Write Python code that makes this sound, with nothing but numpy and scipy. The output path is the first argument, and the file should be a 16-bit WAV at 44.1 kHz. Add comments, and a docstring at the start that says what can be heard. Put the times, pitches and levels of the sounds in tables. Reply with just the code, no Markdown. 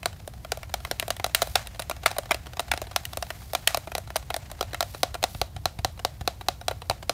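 """In a small room with a low rumble, fingers work a plastic game controller right at a microphone.
Each press or release of a button, bumper or trigger is a cluster of tiny impacts that rings the hollow shell.
Released trigger springs buzz as decaying bursts of random taps and noise; finger pads thump as damped low sines.
Sliding skin and the kneaded case are noise in swells and spurts; the room answers faintly with a diffuse tail."""
import sys
import numpy as np
from scipy import signal
from scipy.fft import rfft, irfft, next_fast_len
from scipy.io import wavfile
from scipy.ndimage import map_coordinates

SR = 44100
rng = np.random.default_rng(int(sys.argv[2]) if len(sys.argv) > 2 else 0)


def transcribe(u):
    """Save the signal u as a 16-bit wav file named by the first command-line argument.

    u: samples, shape (n,) or (channels, n), limited to [-1, 1]; the rate is SR.
    q: integer samples, one column per channel.
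    """
    v = np.clip(np.atleast_2d(u).T, -1, 1)
    q = np.round(v * 32767).astype(np.int16)
    wavfile.write(sys.argv[1], SR, q)


N = 314433

# Buttons pushed firmly to their stop. Each row: time in seconds, relative crack and knock levels in dB.
PRESSES = [(0.0567, -7.5, -18.5), (0.5183, -10, -20), (0.739, -11, -20), (0.9111, -10.5, -21),
           (1.1032, -9, -20), (1.2422, -8, -18.5), (1.4182, -6, -15), (1.5546, -2, -16),
           (1.7933, -18, -29.5), (2.1054, -27, -31), (2.1124, -19.5, -29), (2.3433, -15.5, -25.5),
           (2.5936, -10.5, -19.5), (2.7745, -19, -30), (2.9606, -5, -19), (3.1316, -22, -33.5),
           (3.2241, -15, -23), (3.549, -8, -18), (3.7444, -8.5, -17), (3.9502, -12.5, -21),
           (4.1573, -12, -17), (4.341, -13.5, -22.5), (4.6084, -11.5, -18.5), (4.6264, -19.5, -25.5),
           (4.8055, -7, -18), (4.8255, -15, -21.5), (5.1425, -20, -33), (5.227, -15, -22.5)]
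# Buttons coming back up with a hollow tap. Each row: time in seconds, relative crack and knock levels in dB.
RELEASES = [(0.2753, -23.5, -31), (0.5717, -27, -31.5), (1.0792, -19, -27), (1.2624, -19, -28.5),
            (1.4254, -12, -27.5), (1.4714, -25, -32.5), (1.7974, -16, -32), (1.8961, -14.5, -25),
            (2.1829, -10.5, -20.5), (2.6019, -18, -28.5), (2.8156, -19, -26.5), (3.1709, -14.5, -26.5),
            (3.5326, -16, -24), (3.7713, -13, -24.5), (3.9797, -16, -26.5), (4.1633, -9.5, -26),
            (4.363, -15, -26.5), (4.514, -22.5, -35.5)]
# Slower strokes that rub and clack on the case. Each row: time in seconds, relative crack and knock levels in dB.
CLACKS = [(0.0293, -25, -35), (0.4467, -26.5, -31), (0.6302, -25.5, -37), (0.8489, -18, -33),
          (1.0249, -21, -25.5), (1.1967, -23.5, -26.5), (1.9108, -17, -25), (2.0591, -3, -15.5),
          (2.164, -27.5, -26.5), (2.3084, -9, -15), (2.3154, -9.5, -22), (2.7146, -7, -21),
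          (2.7358, -16.5, -22.5), (3.303, -18.5, -27.5), (3.8719, -28.5, -27.5), (3.9171, -24.5, -30),
          (4.1025, -26.5, -32), (4.3019, -18, -22.5), (4.7441, -17, -30), (5.1504, -23.5, -25),
          (6.71, -21.5, -22), (6.9088, -21.5, -19.5)]
# Bumpers and triggers snapping back. Each row: time in seconds, relative crack and knock levels in dB.
SNAPS = [(0.9967, -7.5, -31), (1.1648, -23, -38), (1.3468, 2, -24), (1.6701, -20, -43), (1.82, -19.5, -40),
         (3.052, -15, -70), (3.6734, 1.5, -25.5)]
# One button pumped about five times a second.
# Each row: time in seconds, relative level in dB, lead of the finger's landing in seconds.
PUMPS = [(5.031, -16.5, 0.085), (5.238, -17.5, 0.096), (5.414, -20, 0.067), (5.655, -19.5, 0.092),
         (5.846, -19, 0.058), (6.048, -19.5, 0.056), (6.275, -19.5, 0.066), (6.484, -18.5, .074),
         (6.681, -20.5, 0.069), (6.897, -20, 0.079), (7.094, -19.5, 0.068)]
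# Resonances of the struck key caps. Each row: frequency in Hz, level in dB re the direct sound, Q.
CLACK_CAP_MODES = [(2230, 4.5, 1.16)]
SNAP_CAP_MODES = [(1890, 11, 9), (2780, 11, 4.2)]
PUMP_CAP_MODES = [(1140, -7.5, 8), (2610, -7.5, 17), (4030, 0, 9.3), (5200, -8, 11)]
LANDING_CAP_MODES = [(2980, -7.5, 2.5)]
# Borders between the knock, clack, snap and tick registers. Each entry: frequency in Hz.
REGISTER_BORDERS_HZ = [1000, 3000, 6500]
# Wall resonances of the shell. Each row: frequency in Hz, level in dB.
SHELL_MODES = [(560, -6.5), (1150, -10.5), (1380, -5), (1950, -31.5), (2750, -29.5), (3950, -5.5),
               (5150, -48), (9250, -2), (12200, -9)]
# Fingertips settling on loose keys. Each row: time in seconds, relative level in dB.
TICKS = [(0.2004, -36.5), (0.3358, -34), (0.8714, -32), (1.746, -30), (1.9644, -30), (2.0325, -24),
         (2.2558, -28), (2.4671, -26.5), (2.5326, -27.5), (2.5687, -23.5), (2.6807, -29), (2.7631, -30),
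         (2.8684, -28.5), (2.911, -26), (4.0733, -30), (4.7313, -20)]
# How hard the hands knead the case. Each row: time in seconds, rustle level in dB.
GRIP = [(.4, -60.5), (.9, -56), (2.4, -53), (4.1, -57), (4.65, -53.5), (5.5, -63)]
# Trigger springs left buzzing. Each row: start in seconds, relative level in dB, 60 dB decay time in seconds.
SPRINGS = [(1.352, -34.5, 0.39), (1.554, -29, 0.25), (2.062, -21, 0.075), (2.316, -41, 0.13),
           (3.672, -29, 0.24)]
# Finger pads landing on the case. Each row: time in seconds, relative level in dB.
PADS = [(5.351, -24.5), (5.414, -25), (5.562, -27), (5.657, -28), (5.79, -24), (5.848, -25.5),
        (6.212, -23.5), (6.897, -27)]
# Skin sliding on plastic. Each row: middle in seconds, level in dB, half length in seconds.
SLIDES = [(.92, -58, 0.13), (1.48, -48.5, 0.088), (3.026, -63, 0.027), (3.47, -53.5, 0.33),
          (4.933, -50, 0.071), (5.336, -49.5, 0.064)]
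# Noise spectra of sliding skin, rattling case, room air and rumble.
# Each row: frequency in Hz, relative density in dB per Hz.
SKIN_SPECTRUM = [(500, -33), (4300, -10.5), (7500, -16), (12800, -12.5), (16000, -15.5)]
CASE_SPECTRUM = [(300, -21.5), (700, 14), (950, 2.5), (2000, 5.5), (3900, -1.5), (7500, -3.5), (9300, -12),
                 (16000, -13.5)]
AIR_SPECTRUM = [(100, 7.5), (250, -1.5), (450, -7.5), (700, -8.5), (1000, -11), (1800, -24), (4000, -29),
                (7900, -34), (16000, -49)]
RUMBLE_SPECTRUM = [(25, -6), (48, -4), (63, 3.5), (75, -1), (95, -1), (170, -14.5), (400, -48.5)]

LEAD_S = .0041  # a key starts to move this long before its listed time
CAVITY_SPREAD = 0.031  # log-pitch deviation: the hands cover the hollow case differently at each stroke
BAND_LIMIT_HZ = 15600


def amp(db):
    """Decibels to gain."""
    return 10 ** (np.asarray(db) / 20)


def unit(x):
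    """Scale to rms 1."""
    return x / np.sqrt(np.mean(x ** 2) + 1e-20)


def along(points, hz):
    """Read (Hz, value) points on a log-frequency axis."""
    point_hz, values = np.transpose(points)
    return np.interp(np.log(hz + 1), np.log(point_hz + 1), values)


def fade(t, t60_s):
    """A decay that loses 60 dB in t60_s."""
    return np.exp(-np.log(1000) * t / t60_s)


def wobble(rate_hz):
    """A smooth random curve through rate_hz knots a second."""
    knots = rng.standard_normal(int(N * rate_hz / SR) + 4)
    return map_coordinates(knots, [np.arange(N) * rate_hz / SR])


def filtered(x, response):
    """Apply a response of frequency in Hz."""
    size = next_fast_len(len(x) + 8192)
    spectrum = rfft(x, size) * response(np.fft.rfftfreq(size, 1 / SR))
    return irfft(spectrum, size)[:len(x)]


def resonance(hz, mode_hz, q):
    """A damped resonator's response, 1 at its peak."""
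    return 1 / (1 + 1j * q * (hz / mode_hz - mode_hz / (hz + 1)))


def noise(spectrum):
    """Coloured noise of rms 1."""
    return unit(filtered(rng.standard_normal(N), lambda hz: amp(along(spectrum, hz))))


def add(track, start_s, sound):
    """Mix a sound into the track from start_s."""
    start = int(np.clip(round(start_s * SR), 0, N))
    track[start:start + len(sound)] += sound[:N - start]


def registers(x):
    """Split a sound into knock, clack, snap and tick; the four sum to the original."""
    size = next_fast_len(len(x))
    hz = np.fft.rfftfreq(size, 1 / SR)
    lowpass = 1 / (1 + (hz / np.c_[REGISTER_BORDERS_HZ]) ** 8)
    lows = irfft(rfft(x, size) * lowpass, size)[:, :len(x)]
    return np.diff([0 * x, *lows, x], axis=0)


def playing():
    """Presses are full, releases hollow, slow strokes dull and long, snaps short and bright."""
    presses = keys(PRESSES, cavity_hz=708, contact_s=0.0023, colour_db=[-4, -18, -16, -20])
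    releases = keys(RELEASES, cavity_hz=645, contact_s=0.0012, colour_db=[-1.5, -21, -20.5, -16])
    clacks = keys(CLACKS, cavity_hz=666, contact_s=0.0036, colour_db=[-6, -18.5, -24, -20.5])
    snaps = keys(SNAPS, cavity_hz=677, contact_s=0.00073, colour_db=[-5, -31.5, -24.5, -18])
    return presses + releases + cap(clacks, CLACK_CAP_MODES) + cap(snaps, SNAP_CAP_MODES)


def pumping(press_db=[-.5, -8.5, -6, -10], landing_db=[-18, -23, -25, -29]):
    """The finger lands softly on one button, then drives it squarely home; its cap rings alike each time."""
    times_s, level_db, lead_s = np.transpose(PUMPS)
    landings = strokes(times_s - lead_s, np.c_[level_db] + landing_db, cavity_hz=720, contact_s=0.0048)
    presses = strokes(times_s, np.c_[level_db] + press_db, cavity_hz=720, contact_s=.0012, strike_db=20.5)
    return cap(landings, LANDING_CAP_MODES) + cap(presses, PUMP_CAP_MODES)


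def keys(rows, cavity_hz, contact_s, colour_db):
    """Strokes of one kind share mean pitch, contact time and colour; crack drives the three upper registers."""
    times_s, crack_db, knock_db = np.transpose(rows)
    levels_db = np.c_[knock_db, crack_db, crack_db, crack_db] + colour_db
    return strokes(times_s, levels_db, cavity_hz, contact_s)


def strokes(times_s, levels_db, cavity_hz, contact_s, strike_db=18):
    """One click at each time, with its row of knock, clack, snap and tick levels."""
    track = np.zeros(N)
    for s, row_db in zip(times_s, levels_db):
        stroke_hz = cavity_hz * np.exp(CAVITY_SPREAD * rng.standard_normal())
        add(track, s - LEAD_S, click(stroke_hz, contact_s, row_db, strike_db))
    return track


def click(cavity_hz, contact_s, levels_db, strike_db, low_cut_hz=340):
    """Contact force rings the shell; where the key sits on the case sets the strength of each register."""
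    t = np.arange(SR // 20) / SR
    sound = signal.fftconvolve(contact(t, contact_s), shell(t, cavity_hz, strike_db))[:len(t)]
    low_cut = signal.butter(2, low_cut_hz, "high", fs=SR, output="sos")
    parts = registers(signal.sosfilt(low_cut, sound))
    # equal energy per register: that of rms 1 over 5 ms
    parts = parts / np.sqrt(np.sum(parts ** 2, axis=1, keepdims=True) / (SR * .005))
    return amp(levels_db) @ parts


def contact(t, contact_s, rub_db=-28, chatter_db=-8, bounces=3):
    """Force of one press: the key rubs in its guide, hits its stop, then chatters."""
    stop = SR // 200  # 5 ms into the buffer
    since_s = t - t[stop]
    rub_shape = np.exp(-np.maximum(since_s, -2 * since_s) / contact_s)
    force = amp(rub_db) * rng.standard_normal(len(t)) * rub_shape
    bounce_s = contact_s * (np.arange(bounces) + rng.uniform(0, 1, bounces)) / bounces
    np.add.at(force, stop + (bounce_s * SR).astype(int), amp(chatter_db) * rng.standard_normal(bounces))
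    # a slow press is mostly rub and chatter, a quick one lands at once
    force *= contact_s / 0.0039
    force[stop] += 1
    return force


def shell(t, cavity_hz, strike_db, cavity_db=-6, cavity_t60_s=0.023, crack_t60_s=0.034, damping=0.46):
    """The case's answer to a blow: a tock of the air inside, a clean strike and a dense crack of the walls."""
    tock = amp(cavity_db) * np.cos(2 * np.pi * cavity_hz * t) * fade(t, cavity_t60_s)
    # plastic damps each higher register sooner
    crack = np.zeros(len(t))
    for k, part in enumerate(registers(rng.standard_normal(len(t)))):
        crack += part * fade(t, crack_t60_s / (1 + damping * k))
    strike = fade(t, .0003)
    strike = amp(strike_db) * strike / strike.sum()
    return bending(tock + walls(crack + strike))


def walls(x, q=12, direct_db=-5):
    """Sound leaves the case directly and through the broad resonances of its plastic walls."""
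    def response(hz):
        return amp(direct_db) + sum(amp(db) * resonance(hz, mode_hz, q) for mode_hz, db in SHELL_MODES)
    return filtered(x, response)


def bending(x, delay_at_1khz_s=.0013):
    """Bending waves run faster as pitch rises, so a click's treble arrives ahead of its knock."""
    return filtered(x, lambda hz: np.exp(-4j * np.pi * delay_at_1khz_s * np.sqrt(1000 * hz)))


def cap(x, modes):
    """The struck key cap adds resonances of its own, the same at every stroke."""
    for mode_hz, db, q in modes:
        x = filtered(x, lambda hz: 1 + amp(db) * resonance(hz, mode_hz, q))
    return x


def loose_keys(level_db=-34, spread_db=2, colour_db=[-14, -17, -19, -23], count=36):
    """Keys have play: a few clear ticks, and fainter ones most often while the hands knead the case."""
    grid_s = np.arange(0, N, 100) / SR
    effort = np.cumsum(amp(np.interp(grid_s, *np.transpose(GRIP))) ** 2)
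    # even steps of accumulated effort, jittered
    shares = (np.arange(count) + rng.random(count)) / count
    faint_s = np.interp(shares, effort / effort[-1], grid_s)
    faint_db = level_db + spread_db * rng.standard_normal(count)
    times_s, tick_db = np.r_[TICKS, np.c_[faint_s, faint_db]].T
    return strokes(times_s, np.c_[tick_db] + colour_db, cavity_hz=713, contact_s=0.0042)


def springs(bounces_per_s=350, buzz_db=-1):
    """A released trigger's spring buzzes and bounces against the shell as it dies away."""
    t = np.arange(SR // 2) / SR
    swing = np.zeros(N)
    for s, db, t60_s in SPRINGS:
        add(swing, s, amp(db) * fade(t, t60_s))
    taps = rng.standard_normal(N) * (rng.random(N) < bounces_per_s / SR)
    rattle = filtered(walls(taps), lambda hz: amp(along(CASE_SPECTRUM, hz)))
    return swing * unit(unit(rattle) + amp(buzz_db) * noise(CASE_SPECTRUM))


def pads(push_hz=95, t60_s=0.046, level_db=4):
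    """A soft finger pad gives the whole case one low push."""
    t = np.arange(SR // 10) / SR
    track = np.zeros(N)
    for s, db in PADS:
        add(track, s, amp(db + level_db) * np.sin(2 * np.pi * push_hz * t) * fade(t, t60_s))
    return track


def skin(grain_db=2, creak_db=4, rest_db=-61):
    """Hands shift their grip: sliding skin hisses in swells, the kneaded case rustles in small spurts."""
    t = np.arange(N) / SR
    slide_power = amp(rest_db) ** 2
    for middle_s, db, half_s in SLIDES:
        slide_power = slide_power + amp(db) ** 2 * np.exp(-((t - middle_s) / half_s) ** 2)
    hiss = np.sqrt(slide_power) * unit(noise(SKIN_SPECTRUM) * amp(grain_db * wobble(220)))
    kneading = amp(np.interp(t, *np.transpose(GRIP)))
    rustle = kneading * unit(noise(CASE_SPECTRUM) * amp(creak_db * wobble(110)))
    return hiss + rustle


def room(x, t60_s=0.24, build_up_s=0.003):
    """The room stores the energy of each register and gives it back as a diffuse tail."""
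    t = np.arange(SR // 2) / SR
    store = (fade(t, t60_s) * (1 - np.exp(-t / build_up_s))) ** 2
    energies = signal.fftconvolve(registers(x) ** 2, store[None] / store.sum(), axes=1)[:, :N]
    fields = registers(walls(noise(CASE_SPECTRUM)))
    return sum(np.sqrt(np.abs(energy)) * unit(field) for energy, field in zip(energies, fields))


def background(air_db=-51, rumble_db=-42):
    """Steady room air and low rumble, each a coloured noise."""
    return amp(air_db) * noise(AIR_SPECTRUM) + amp(rumble_db) * noise(RUMBLE_SPECTRUM)


def scene(room_db=-18):
    """The controller close by, over the room's tail, air and rumble."""
    close = playing() + pumping() + loose_keys() + springs()
    mix = close + amp(room_db) * room(close) + pads() + skin() + background()
    return mix[None]


def record(dry, low_cut_hz=42, ceiling=.9):
    """The microphone sheds deep bass; the recorder rounds tall peaks and cuts steeply at its band limit."""
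    low_cut = signal.butter(4, low_cut_hz, "high", fs=SR, output="sos")
    heard = signal.sosfilt(low_cut, dry)
    heard = heard / (1 + np.abs(heard / ceiling) ** 8) ** (1 / 8)
    return np.array([filtered(x, lambda hz: 1 / np.sqrt(1 + (hz / BAND_LIMIT_HZ) ** 200)) for x in heard])


dry = scene()
out = record(dry)
transcribe(out)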